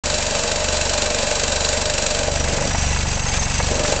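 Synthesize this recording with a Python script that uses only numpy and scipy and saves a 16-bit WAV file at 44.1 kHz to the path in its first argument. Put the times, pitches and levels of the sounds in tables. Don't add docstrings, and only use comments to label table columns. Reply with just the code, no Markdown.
import sys
import numpy as np
from scipy import signal
from scipy.fft import rfft, irfft
from scipy.io import wavfile
from scipy.ndimage import uniform_filter1d

SR = 44100
rng = np.random.default_rng(int(sys.argv[2]) if len(sys.argv) > 2 else 0)


def materialize(psi):
    bounded = np.clip(np.atleast_2d(psi).T, -1, 1)
    quanta = np.round(bounded * 32767).astype(np.int16)
    wavfile.write(sys.argv[1], SR, quanta)


N = 176400
T = np.arange(N) / SR


def undb(db):
    return 10 ** (np.asarray(db) / 20)


def level(x, db):
    return x * undb(db) / np.sqrt(np.mean(x ** 2))


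def curve(rows):
    return np.interp(T, *np.array(rows, float).T)


def walk(rate_hz):
    hold = int(SR / rate_hz)
    steps = np.repeat(rng.standard_normal(N // hold + 1), hold)
    return 1.31 * uniform_filter1d(uniform_filter1d(steps, hold), hold)[:N]


def tone(hz, waver, rate_hz):
    return np.sin(2 * np.pi * np.cumsum(hz * (1 + waver * walk(rate_hz))) / SR)


def colour(x, points):
    hz, db = np.array(points, float).T
    f = np.maximum(np.fft.rfftfreq(N, 1 / SR), 1)
    return irfft(rfft(x) * undb(np.interp(np.log(f), np.log(hz), db)), N)


def ring(x, modes):
    f = np.maximum(np.fft.rfftfreq(N, 1 / SR), 1)
    response = sum(undb(db) / (1 + 1j * (f * f - hz * hz) / (f * width)) for hz, width, db in modes)
    return irfft(rfft(x) * response, N)


def grains(per_s, spread_db):
    clicks = (rng.random(N) < per_s / SR) * rng.choice([-1, 1], N)
    return level(clicks * undb(spread_db * np.minimum(rng.exponential(size=N), 4)), 0)


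def bursts(times, rise_s, fall_s, scatter_db, jitter_s):
    envelope = np.zeros(N)
    for at, (size, late) in zip(times, rng.standard_normal((len(times), 2))):
        near = slice(max(int(at * SR) - SR // 20, 0), max(int(at * SR) + SR // 10, 0))
        age = T[near] - at - jitter_s * late
        peak = undb(scatter_db * np.tanh(size / 2) * 2)
        envelope[near] += peak * np.exp(np.minimum(age / rise_s, -age / fall_s))
    return envelope


def strikes(rows, rise_s, fall_s):
    return sum(undb(db) * np.exp(np.minimum((T - at) / rise_s, (at - T) / fall_s)) for at, db in rows)


# (multiple, level resting [dB], level pressed [dB])
THUMP_HARMONICS = [(1, -31.5, -27), (2, -39.5, -24.5), (3, -33.5, -30.5), (4, -42, -25.5), (5, -42.5, -32),
                   (6, -54.5, -38.5), (7, -49.5, -32.5), (8, -56.5, -36), (9, -41.5, -54.5), (10, -44, -53),
                   (11, -51.5, -43.5)]
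# (frequency [Hz], gain [dB])
RUMBLE_SPECTRUM = [(25, -15), (70, 7.5), (150, 2), (230, 4), (320, -2.5), (420, -14), (700, -2.5),
                   (1500, -4.5), (6000, -31.5)]

def ground(turns, press):
    smear_rad, lift_turns, bounce_turns = .062, .54, .615

    def thump(cycles):
        wave = np.zeros(N)
        for k, resting_db, pressed_db in THUMP_HARMONICS:
            gain = undb(resting_db + (pressed_db - resting_db) * press + .63 * walk(10))
            phase = 2 * np.pi * k * cycles - smear_rad * (k - 1) * (k - 2)
            wave += gain * np.sqrt(2) * np.cos(phase)
        return wave

    bounce = undb(-8) * thump(turns - bounce_turns)
    lift = undb(-10) * thump(turns - lift_turns)
    thumps = thump(turns) + press * (bounce - lift)
    rumble = colour(rng.standard_normal(N), RUMBLE_SPECTRUM) * undb(5.5 * press)
    return thumps + level(rumble, -37)


# (time [s], rate [Hz])
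FIRING_HZ = [(0, 72.95), (2.05, 72.95), (2.35, 73.9), (2.95, 72.7), (4, 74.1)]
# (multiple, level [dB])
DIESEL_HARMONICS = [(1, -38.5), (2, -41.5), (3, -52.5)]
# (time [s], gain [dB])
DRONE_DB = [(0, 0), (2.1, -1), (2.4, 7.5), (2.85, 10), (3.35, 2.5), (3.6, 6.5), (3.8, 1.5)]

def diesel():
    first_firing_s = .0073
    firings = np.cumsum(curve(FIRING_HZ)) / SR - first_firing_s * FIRING_HZ[0][1]
    drone = sum(undb(db + 1.5 * walk(1.7)) * np.sqrt(2) * np.cos(2 * np.pi * k * firings)
                for k, db in DIESEL_HARMONICS)
    return drone * undb(curve(DRONE_DB))


# (time [s], gain [dB])
SLAP_DB = [(0, 1.5), (.5, 1), (2.1, 3), (2.35, -2), (2.8, -3), (3.5, -6), (3.75, 1), (4, -1)]
# (frequency [Hz], gain [dB])
SLAP_SPECTRUM = [(150, -15), (500, 11.5), (900, -5.5), (1300, 2), (2500, 3), (5000, 3), (7400, 4),
                 (8500, -5)]
# (frequency [Hz], width [Hz], gain [dB])
PLATE_MODES = [(1570, 110, -7), (2680, 50, 0), (3740, 60, -7), (4008, 45, 1.5), (4125, 70, -4),
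               (4600, 75, 1), (5700, 160, -7), (6850, 110, -2), (7200, 50, -3), (7530, 80, -2)]
CRACK_LEAD_S = .003

def plate(landings, press):
    strength = undb(curve(SLAP_DB))
    slap = bursts(landings - .0043, rise_s=.003, fall_s=.0058, scatter_db=1, jitter_s=.0006)
    rebound = bursts(landings + .012, rise_s=.015, fall_s=.022, scatter_db=.5, jitter_s=.004)
    crunch = level(grains(per_s=10000, spread_db=2.5) * (slap + undb(-14) * rebound) * strength, 0)
    crack = grains(per_s=13000, spread_db=5.5) * strength
    crack *= bursts(landings - CRACK_LEAD_S, rise_s=.0006, fall_s=.0012, scatter_db=1, jitter_s=.0006)
    chatter = undb(-6) * grains(per_s=5200, spread_db=1) * strength
    contact = level(colour(crunch, SLAP_SPECTRUM), -29.5) + level(colour(crack, SLAP_SPECTRUM), -37)
    ringing = ring(crunch + chatter, PLATE_MODES) * undb(-6 * press)
    return trench(contact) + level(ringing, -31)


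def trench(x):
    fall_s = .007
    age = T[:SR // 20]
    echoes = rng.standard_normal(len(age)) * np.exp(-age / fall_s)
    return x + undb(-10) * signal.fftconvolve(x, echoes / np.linalg.norm(echoes))[:N]


# (time [s], gain [dB])
FRAME_DB = [(0, 4), (2.2, 4.8), (2.4, 2.5), (2.68, 3), (2.72, -11), (3.68, -10), (3.7, 4.5), (4, 6)]
# (frequency [Hz], width [Hz], gain [dB])
FRAME_MODES = [(474, 3.7, 3.5), (567, 22.5, -1), (604.4, 42, -4.5), (661.5, 18, -6.5), (802.4, 45, -8)]
# (frequency [Hz], gain [dB])
RATTLE_SPECTRUM = [(60, -20.5), (190, -2), (260, -0.5), (330, -5), (420, -1.5), (680, -3), (760, -28),
                   (4000, -46.5)]

def frame(landings, press):
    strength = undb(curve(FRAME_DB))
    drive = grains(per_s=4000, spread_db=0)
    drive *= .73 + bursts(landings - CRACK_LEAD_S, rise_s=.001, fall_s=.015,
                          scatter_db=4.5, jitter_s=.0018)
    ringing = ring(drive, FRAME_MODES)
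    whine = tone(hz=605.4, waver=.0035, rate_hz=40) * undb(2.2 * walk(55) - 9 * press)
    rattle = colour(drive, RATTLE_SPECTRUM) * undb(17.6 * press)
    return level(ringing * strength, -30.5) + level(whine * strength, -33) + level(rattle * strength, -36)


# (time [s], gain [dB])
GRIND_DB = [(0, 6.5), (2.1, 2.5), (2.45, -1), (2.62, 4), (2.79, -3.5), (2.87, -2), (3.13, 0), (3.21, -6.5),
            (3.28, 2), (3.45, 1), (3.55, -1), (4, 3)]
# (frequency [Hz], gain [dB])
GRIT_SPECTRUM = [(150, -8), (350, -5), (800, 0), (1300, -2), (2400, 3.5), (3300, 1), (5200, 0.5), (7400, 2),
                 (8500, -9)]
# (frequency [Hz], gain [dB])
KNOCK_SPECTRUM = [(300, -12), (520, 1.5), (850, 1.5), (1200, -5), (2000, -2.5), (3300, -29.5)]

def gravel(landings, press):
    knock_times = landings + .01188
    shake = .36 + press * bursts(knock_times, rise_s=.0045, fall_s=.0093, scatter_db=1.5, jitter_s=.0066)
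    grit = colour(grains(per_s=5000, spread_db=1.5), GRIT_SPECTRUM) * shake
    grit *= undb(curve(GRIND_DB) + (1.5 + press) * walk(29.7))
    knocks = grains(per_s=2500, spread_db=3) * undb(5.1 * press)
    knocks *= bursts(knock_times, rise_s=.0036, fall_s=.013, scatter_db=1, jitter_s=.0041)
    return level(grit, -28) + level(colour(knocks, KNOCK_SPECTRUM), -35)


# (frequency [Hz], width [Hz], gain [dB])
PIN_MODES = [(807, 40, -1), (1980, 70, -4), (2220, 14, 3), (2590, 50, -3), (2680, 45, 0), (4820, 90, -5),
             (6305, 80, -0.5), (7610, 180, -6)]

def pins(landings, press):
    rub = grains(per_s=4000, spread_db=2)
    rub *= .13 + bursts(landings - .013, rise_s=.0026, fall_s=.0063, scatter_db=.5, jitter_s=.0086)
    return level(ring(rub * undb(26 * press), PIN_MODES), -36.5)


# (time [s], relative peak [dB])
STEEL_CRACKS = [(0.4366, -7.5), (0.5152, -7), (0.7698, -10), (0.9348, -5), (1.4358, -5), (1.5574, -7),
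                (1.689, -9), (1.8554, -8), (1.9805, -6.5), (2.0645, -5)]

def steel_cracks():
    contact = grains(per_s=21000, spread_db=1.5) * strikes(STEEL_CRACKS, rise_s=.0006, fall_s=.0045)
    return level(colour(contact, SLAP_SPECTRUM) + undb(5.5) * ring(contact, PLATE_MODES), -38)


# (centre [s], length [s], relative peak [dB])
SQUEAL_SWELLS = [(1.6, .6, -9), (2.29, .05, -4), (2.39, .05, 1), (2.45, .04, -3), (2.7, .13, -4),
                 (2.81, .1, 1.5), (2.92, .05, -1), (3.12, .11, -3), (3.43, .04, 1), (3.6, .1, -3),
                 (3.73, .09, -2), (3.88, .07, -2)]

def squeal(press):
    swells = sum(undb(db) * np.exp(-2 * ((T - at) / length) ** 2) for at, length, db in SQUEAL_SWELLS)
    note = tone(hz=5819, waver=.002, rate_hz=200)
    flutter = undb(3.3 * walk(130))
    return level(note * (swells + undb(-7) * press) * flutter, -40.5)


# (time [s], relative peak [dB])
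STONE_KNOCKS = [(2.475, -13), (2.582, -15), (2.708, -17), (2.748, -14), (3.338, -14), (3.383, -19),
                (3.422, -17), (3.599, -8.5), (3.85, -14)]

def stone_knocks():
    contact = grains(per_s=9000, spread_db=1) * strikes(STONE_KNOCKS, rise_s=.00054, fall_s=.0077)
    return level(colour(contact, KNOCK_SPECTRUM), -40)


# (time [s], relative peak [dB])
FITTING_TAPS = [(2.973, -6), (3.087, -6), (3.145, -4), (3.22, -6), (3.269, -3), (3.296, -4), (3.353, -5),
                (3.396, 1), (3.441, -4), (3.744, -5)]

def chinks():
    note = tone(hz=6360, waver=.0065, rate_hz=200)
    return level(note * strikes(FITTING_TAPS, rise_s=.002, fall_s=.009), -42)


# (time [s], speed [turns/s])
SHAFT_HZ = [(0, 23.88), (.6, 23.92), (2.4, 23.92), (2.75, 23.65), (3.15, 24.1), (3.42, 22.6), (3.62, 23.85),
            (4, 23.75)]
# (time [s], share [0-1])
ARM_PRESS = [(0, 0), (2.1, 0.09), (2.4, 0.46), (2.85, 0.71), (3.35, 0.67), (3.6, 0.74), (4, 0.32)]

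def scene():
    first_thump_s = .021
    turns = np.cumsum(curve(SHAFT_HZ)) / SR - first_thump_s * SHAFT_HZ[0][1]
    landings = np.interp(np.arange(int(turns[-1]) + 1), turns, T)
    press = curve(ARM_PRESS)
    clatter = plate(landings, press) + trench(gravel(landings, press)) + steel_cracks() + stone_knocks()
    body = ground(turns, press) + diesel() + frame(landings, press)
    fittings = pins(landings, press) + squeal(press) + chinks()
    return (clatter + body + fittings)[None]


def record(dry):
    start_s, fade_s, cutoff_hz, stop_hz = .036, .002, 8300, 9400
    opened = dry * np.clip((T - start_s) / fade_s, 0, 1)
    soft = signal.sosfilt(signal.butter(12, cutoff_hz, fs=SR, output="sos"), opened)
    return signal.sosfilt(signal.cheby2(20, 70, stop_hz, fs=SR, output="sos"), soft)


dry = scene()
out = record(dry)
materialize(out)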